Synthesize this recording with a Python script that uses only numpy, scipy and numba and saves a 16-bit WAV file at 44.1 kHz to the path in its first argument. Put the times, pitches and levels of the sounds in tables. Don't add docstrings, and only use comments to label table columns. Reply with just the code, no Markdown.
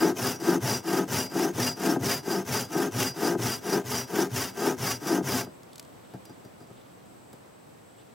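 import sys
import numpy as np
from scipy import signal
from scipy.fft import rfft, irfft, next_fast_len
from scipy.io import wavfile
from scipy.ndimage import uniform_filter1d
from numba import njit

SR = 44100
rng = np.random.default_rng(int(sys.argv[2]) if len(sys.argv) > 2 else 0)


def unload_audio(sound):
    columns = np.transpose(np.atleast_2d(sound))
    steps = np.round(np.clip(columns, -1, 1) * 32767)
    wavfile.write(sys.argv[1], SR, steps.astype(np.int16))


N = 358953
TIME = np.arange(N) / SR
LAST_STROKE_END_S = 5.48


def undb(db):
    return 10 ** (np.asarray(db) / 20)


def unit(x):
    return x / np.sqrt(np.mean(x ** 2))


def colour(x, points):
    hz, db = np.transpose(points)
    size = next_fast_len(N + 4096)
    f = np.maximum(np.fft.rfftfreq(size, 1 / SR), 1)
    gain = undb(np.interp(np.log(f), np.log(hz), db))
    return irfft(rfft(x, size) * gain, size)[..., :N]


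def walk(rate):
    knots = rng.standard_normal(8192)
    return unit(np.interp(TIME * rate, np.arange(len(knots)), knots))


@njit
def svf(x, hz, width):
    y, band, low = np.empty(len(x)), 0., 0.
    for i in range(len(x)):
        g, damping = np.tan(np.pi * hz[i] / SR), width / hz[i]
        v = (band + g * (x[i] + 1e-18 - low)) / (1 + g * (g + damping))
        band, low = 2 * v - band, low + 2 * g * v
        y[i] = damping * v
    return y


def resonate(x, hz, width):
    return svf(x, np.zeros(N) + hz, float(width))


def yard():
    # hz, level_db
    rush_spectrum = [(18, -46), (30, -26), (120, -1), (161, -3.5), (301, -3.5), (413, -7), (471, -7),
                     (612, -8), (1060, -13), (1570, -18), (4150, -26), (6480, -29), (7990, -31),
                     (15800, -31.5)]
    mid, side = colour(rng.standard_normal((2, N)), rush_spectrum)
    side = colour(side, [(100, -6.0), (600, 3.5), (3000, -2.5), (10000, -3)]) / np.std(mid)
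    level_db = -52.5 - 0.94 * np.maximum(TIME - 5.7, 0) + 0.3 * walk(15)
    return (unit(mid) + side * [[1], [-1]]) * undb(level_db) + insects()


def insects():
    def one_side():
        return unit(resonate(resonate(rng.standard_normal(N), 8100, 1000), 7760, 1000))

    return np.array([one_side(), one_side()]) * undb(-67.5 + 1.4 * walk(20))


def arm():
    # push_start_s, pull_start_s, push_force_db, pull_force_db,
    # judder_hz, push_ring_db, pull_ring_db, rocking_db (levels are relative)
    strokes = [(-.08, 0.138, 2, 1, 333, -3, -0.5, -13), (.381, 0.593, 1.5, 2.5, 330, -1.5, 2, 5),
               (.817, 1.061, 0, 1.5, 325, -2, 2.5, -5), (1.284, 1.522, -1.5, .5, 327, -1.5, 3, 6),
               (1.748, 1.982, 0, 0.5, 290, -2, -1, 5), (2.218, 2.439, -1.5, .5, 363, 1.5, -1, 2),
               (2.676, 2.903, -1.5, 1, 309.7, -1.5, 2.5, -6), (3.13, 3.365, 0, -1.5, 372.3, -3, 3, 7),
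               (3.603, 3.831, -1, -2.5, 395, -1, 2.5, -7), (4.064, 4.288, -1, -4, 400.5, -10, -1.5, 6.5),
               (4.529, 4.759, 0, -2, 385, -5, 3.5, 3), (4.991, 5.216, -1, 1.5, 319.5, -1.5, 4, 4)]
    push_s, pull_s, push_db, pull_db, judder_hz, push_ring_db, pull_ring_db, rock_db = np.transpose(strokes)
    turns = np.append(np.column_stack([push_s, pull_s]), LAST_STROKE_END_S)
    phase = np.interp(TIME, turns, np.arange(len(turns)))
    stroke = np.minimum(phase // 2, len(strokes) - 1).astype(int)

    def by_direction(on_push, on_pull):
        return uniform_filter1d(np.where(phase % 2 < 1, on_push, on_pull) * 1., SR // 20)

    swing = phase - by_direction(0.07, -0.0066) * np.abs(np.sin(np.pi * phase))
    turn_speed = 0.18
    speed = turn_speed + (1 - turn_speed) * np.abs(np.sin(np.pi * swing))
    force_db = by_direction(push_db[stroke], pull_db[stroke])
    cutting = np.clip((LAST_STROKE_END_S - TIME) / 0.067, 0, 1)
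    rasp_db = by_direction(-37, -34) + .3 * force_db
    rasp = cutting * speed ** 1.684 * undb(rasp_db)
    nearness_db = -4 * np.cos(np.pi * phase) / 2
    shake_db = by_direction(-22, -28.5) + force_db + nearness_db
    shake = cutting * speed ** 1.294 * undb(shake_db)
    ringing = undb(by_direction(push_ring_db[stroke], pull_ring_db[stroke]))
    rock = undb(rock_db[stroke] - force_db)
    return phase, rasp, shake, ringing, rock, judder_hz[stroke]


def teeth(speed, nominal_rate_hz=240, jitter=.3, scatter_db=2.0, bite_s=0.0022):
    rate_hz = nominal_rate_hz * (.3 + .7 * speed) * np.exp(jitter * walk(250))
    count = np.floor(np.cumsum(rate_hz) / SR)
    strikes = np.diff(count, prepend=0) * undb(scatter_db * np.clip(walk(400), -2, 1))
    bite = signal.lfilter([1], [1, -np.exp(-1 / (bite_s * SR))], strikes)
    return unit(strikes), unit(bite)


def tear_fibres(bite, rasp):
    grain = undb(1.1 * walk(70))
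    torn = rng.standard_normal((2, N)) * (1.54 + bite) * grain * undb(1.0 * walk(900))
    return unit(torn) * rasp


def knocks(times, db, contact_s):
    hits, t = np.zeros(N), TIME[:SR // 50]
    hits[(times * SR).astype(int)] = undb(db)
    push = t * np.exp(-t / contact_s)
    return signal.fftconvolve(hits, push / np.linalg.norm(push))[:N]


def catches():
    # start_s, level_db (relative)
    catch_list = [(0.047, -9.5), (0.48, -10), (0.981, -15), (1.354, -13.5), (1.581, -15), (1.96, -9.5),
                  (2.028, -18.5), (2.271, -17), (2.753, -12.5), (3.223, -17.5), (3.284, -19), (3.35, -12.5),
                  (3.393, -17), (3.724, -12.5), (3.758, -15), (4.18, -11.5), (4.205, -14), (5.206, -15.5)]
    return knocks(*np.transpose(catch_list), contact_s=0.00015)


def snags(shake):
    per_second, level_db, spread_db = 13, 1.5, 4
    chance = rng.random((int(per_second * LAST_STROKE_END_S), 2))
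    db = level_db + spread_db * (2 * chance[:, 1] - 1)
    return knocks(chance[:, 0] * LAST_STROKE_END_S, db, contact_s=0.00014) * shake


def body(push, pull):
    # pitch_hz, width_hz, push_level_db, pull_level_db (relative)
    wood_modes = [(83.6, 23, -27, -5), (117, 24, -13.5, 3), (150, 29, -5.5, -2.5), (187.9, 13, 1.5, -2.5),
                  (250.6, 19.5, -2.5, 2), (271.8, 14.2, 0.5, -1), (329.8, 35.5, 1.5, -8.5),
                  (360.4, 18.3, 2.5, -3.5), (407.6, 28.7, 1, 2.5), (486.6, 18.5, -5, -6),
                  (520.6, 28, -8, -5.5), (616, 29, -7.5, -5.5), (694, 30, -1.5, -3), (778.7, 24.5, -2, -5),
                  (859.5, 49, -4, -3.5), (995, 43, -7.5, -17), (1173, 150, -14, -28),
                  (1266, 37, -2.5, -7.5), (1386, 79, -12, -14.5), (1582, 45, -2.5, -5.5),
                  (1852, 78, -12.5, -22)]
    out = np.zeros(N)
    for k, (hz, width_hz, push_db, pull_db) in enumerate(wood_modes):
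        drive = push * undb(push_db) + pull * undb(pull_db)
        out += (-1) ** k * resonate(drive, hz, width_hz)
    return colour(out, [(35, -36), (62, -2.5), (105, 1.5), (1900, -7.5), (4000, -14)])


def shaken_wood(strikes, bite, shake, depth, pushing, rock, judder_hz):
    force = unit(strikes + 0.33 * bite * rng.standard_normal(N)) * shake * undb(14.0)
    pull_force = force * (1 - pushing)
    rocking = resonate(pull_force * depth ** 1.7 * rock, 116, 49.4)
    jolts = (catches() + snags(shake)) * undb(22.0)
    skid = force * pushing + jolts
    judder = resonate(skid, judder_hz, 57) * undb(1.5)
    return body(skid + judder, (pull_force + rocking) * undb(3.0))


def blade(force, bend=1):
    # pitch_hz, level_db (relative), t60_s
    steel_modes = [(2805, -18, .07), (4872, 0, .15), (5787, -4, .14), (7620, -16, .05), (8710, -23, .05),
                   (9620, -22, .09), (12769, -18, .08)]
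    out = np.zeros(N)
    for hz, db, t60_s in steel_modes:
        width_hz = np.log(1000) / np.pi / t60_s
        out += undb(db) * resonate(force, hz * bend, width_hz)
    return out


def blade_ring(tearing, depth, ringing):
    free = np.clip((.8 - depth) / 0.54, 0, 1) * ringing * undb(1.05 * walk(11))
    leaving = np.clip((LAST_STROKE_END_S - TIME) / 0.14, 0, 1)
    return blade(tearing * free * leaving, 1 + 0.0021 * walk(70)) * undb(26.0)


def span_chirp(tearing, depth, pushing):
    wandering_depth = depth - .64 + 0.044 * walk(30)
    span_hz = 4870 + 4660 * np.maximum(wandering_depth, 0)
    contact_db = 5 * pushing + 4.0 * np.tanh(walk(45))
    contact = np.clip((depth - .4) / 0.28, 0, 1) * undb(contact_db)
    return resonate(tearing * contact, span_hz, 160) * undb(8.5)


def along_blade(x, depth, handle_s=.0031, tip_s=.0047, echo_db=-3.5):
    from_handle = np.interp(TIME - handle_s * (1 - 0.392 * depth), TIME, x)
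    from_tip = np.interp(TIME - tip_s * (1 + 0.1547 * depth), TIME, x)
    echo = undb(echo_db)
    return (x + echo * (from_handle - from_tip)) / np.sqrt(1 + 2 * echo ** 2)


def sawing():
    # hz, level_db (relative)
    fibre_spectrum = [(400, -13), (900, 8), (1900, 6), (2400, 2.5), (3000, 3.5), (4200, -2.5), (5200, 4.5),
                      (6300, 4), (7000, 0.5), (9000, -3.5), (10200, 1.5), (11500, -4), (13000, 0.5),
                      (15800, -2.5)]
    phase, rasp, shake, ringing, rock, judder_hz = arm()
    depth = (1 - np.cos(np.pi * phase)) / 2
    pushing = uniform_filter1d((phase % 2 < 1) * 1., SR // 50)
    strikes, bite = teeth(np.abs(np.sin(np.pi * phase)))
    tearing = tear_fibres(bite, rasp)
    hiss = colour(tearing, fibre_spectrum) * undb(1.5)
    wood = shaken_wood(strikes, bite, shake, depth, pushing, rock, judder_hz)
    ring = blade_ring(tearing[0], depth, ringing)
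    chirp = span_chirp(tearing[0], depth, pushing)
    return wood + ring + chirp + along_blade(hiss[0], depth), along_blade(hiss[1], depth)


def blows(times, db, decay_s):
    out, t = np.zeros(N), TIME[:SR // 20]
    for s, gain in zip(times, undb(db)):
        burst = rng.standard_normal(len(t)) * np.exp(-t / decay_s)
        i = int(s * SR)
        out[i:i + len(t)] += gain * burst / np.linalg.norm(burst)
    return out


def bark_touches():
    # start_s, thump_level_db, ring_level_db (relative)
    touch_list = [(5.468, -30.5, -58), (6.137, -27, -46), (6.153, -36, -64), (6.253, -51, -38.5),
                  (6.296, -34.5, -47), (6.449, -37.5, -44.5), (6.603, -37.5, -48), (6.622, -40, -50),
                  (6.672, -48, -51), (6.701, -34.5, -62), (7.06, -50, -54), (7.33, -36.5, -40.5)]
    s, thump_db, ring_db = np.transpose(touch_list)
    blunt = knocks(s, thump_db, contact_s=0.00022) * undb(21.5)
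    scrape = blows(s, thump_db, decay_s=0.0087) * undb(27.0)
    thump = blunt + scrape
    tap = blows(s, ring_db, decay_s=0.0048)
    return body(thump, 0.75 * thump) + blade(tap) * undb(36.0) + tap * undb(13.0)


def lift_ticks():
    # start_s, level_db (relative)
    tick_list = [(5.6325, -40), (5.7313, -36), (5.7573, -31), (5.7807, -30), (5.796, -23.5), (5.8271, -39),
                 (5.8495, -42)]
    ticks = blows(*np.transpose(tick_list), decay_s=0.0029)
    tone = [(300, -15), (2000, -7), (4500, 2.5), (7000, 1), (10000, -3.5), (15000, -8)]
    return colour(ticks, tone) * undb(11.0)


def leaves():
    # peak_s, level_db
    rustle_list = [(5.75, -66), (6.1, -69), (6.75, -67), (8.0, -64.5)]
    rustle = resonate(resonate(rng.standard_normal(N), 3300, 1500), 3300, 1500)
    swell_s = 0.087
    swells = sum(undb(db) * np.exp(-np.abs(TIME - s) / swell_s) for s, db in rustle_list)
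    return unit(rustle * undb(4.0 * walk(60))) * swells


def scene():
    # hz, left_minus_right_db
    balance = [(110, 0.8), (200, 2.5), (400, 3.5), (900, 2.5), (1300, 0.6), (2200, 2), (3500, -0.5),
               (6500, 2), (8500, -1), (10000, -4), (11200, -1), (13000, 1), (15000, 2)]
    # hz, level_db
    scatter_spectrum = [(500, -24), (2200, -28), (4000, -32), (5500, -11), (7000, -11.5), (9100, -4.5),
                        (10200, -13), (11500, -20), (12500, -17.5), (14500, -10.5)]
    direct, scattered = sawing()
    direct = direct + bark_touches() + lift_ticks() + leaves()
    left = colour(direct, [(hz, db / 2) for hz, db in balance])
    right = colour(direct, [(hz, -db / 2) for hz, db in balance])
    side = colour(scattered, scatter_spectrum)
    return np.array([left + side, right - side]) + yard()


def record(dry):
    top_hz = 15850
    return signal.sosfilt(signal.ellip(10, .2, 70, top_hz, fs=SR, output="sos"), dry)


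dry = scene()
out = record(dry)
unload_audio(out)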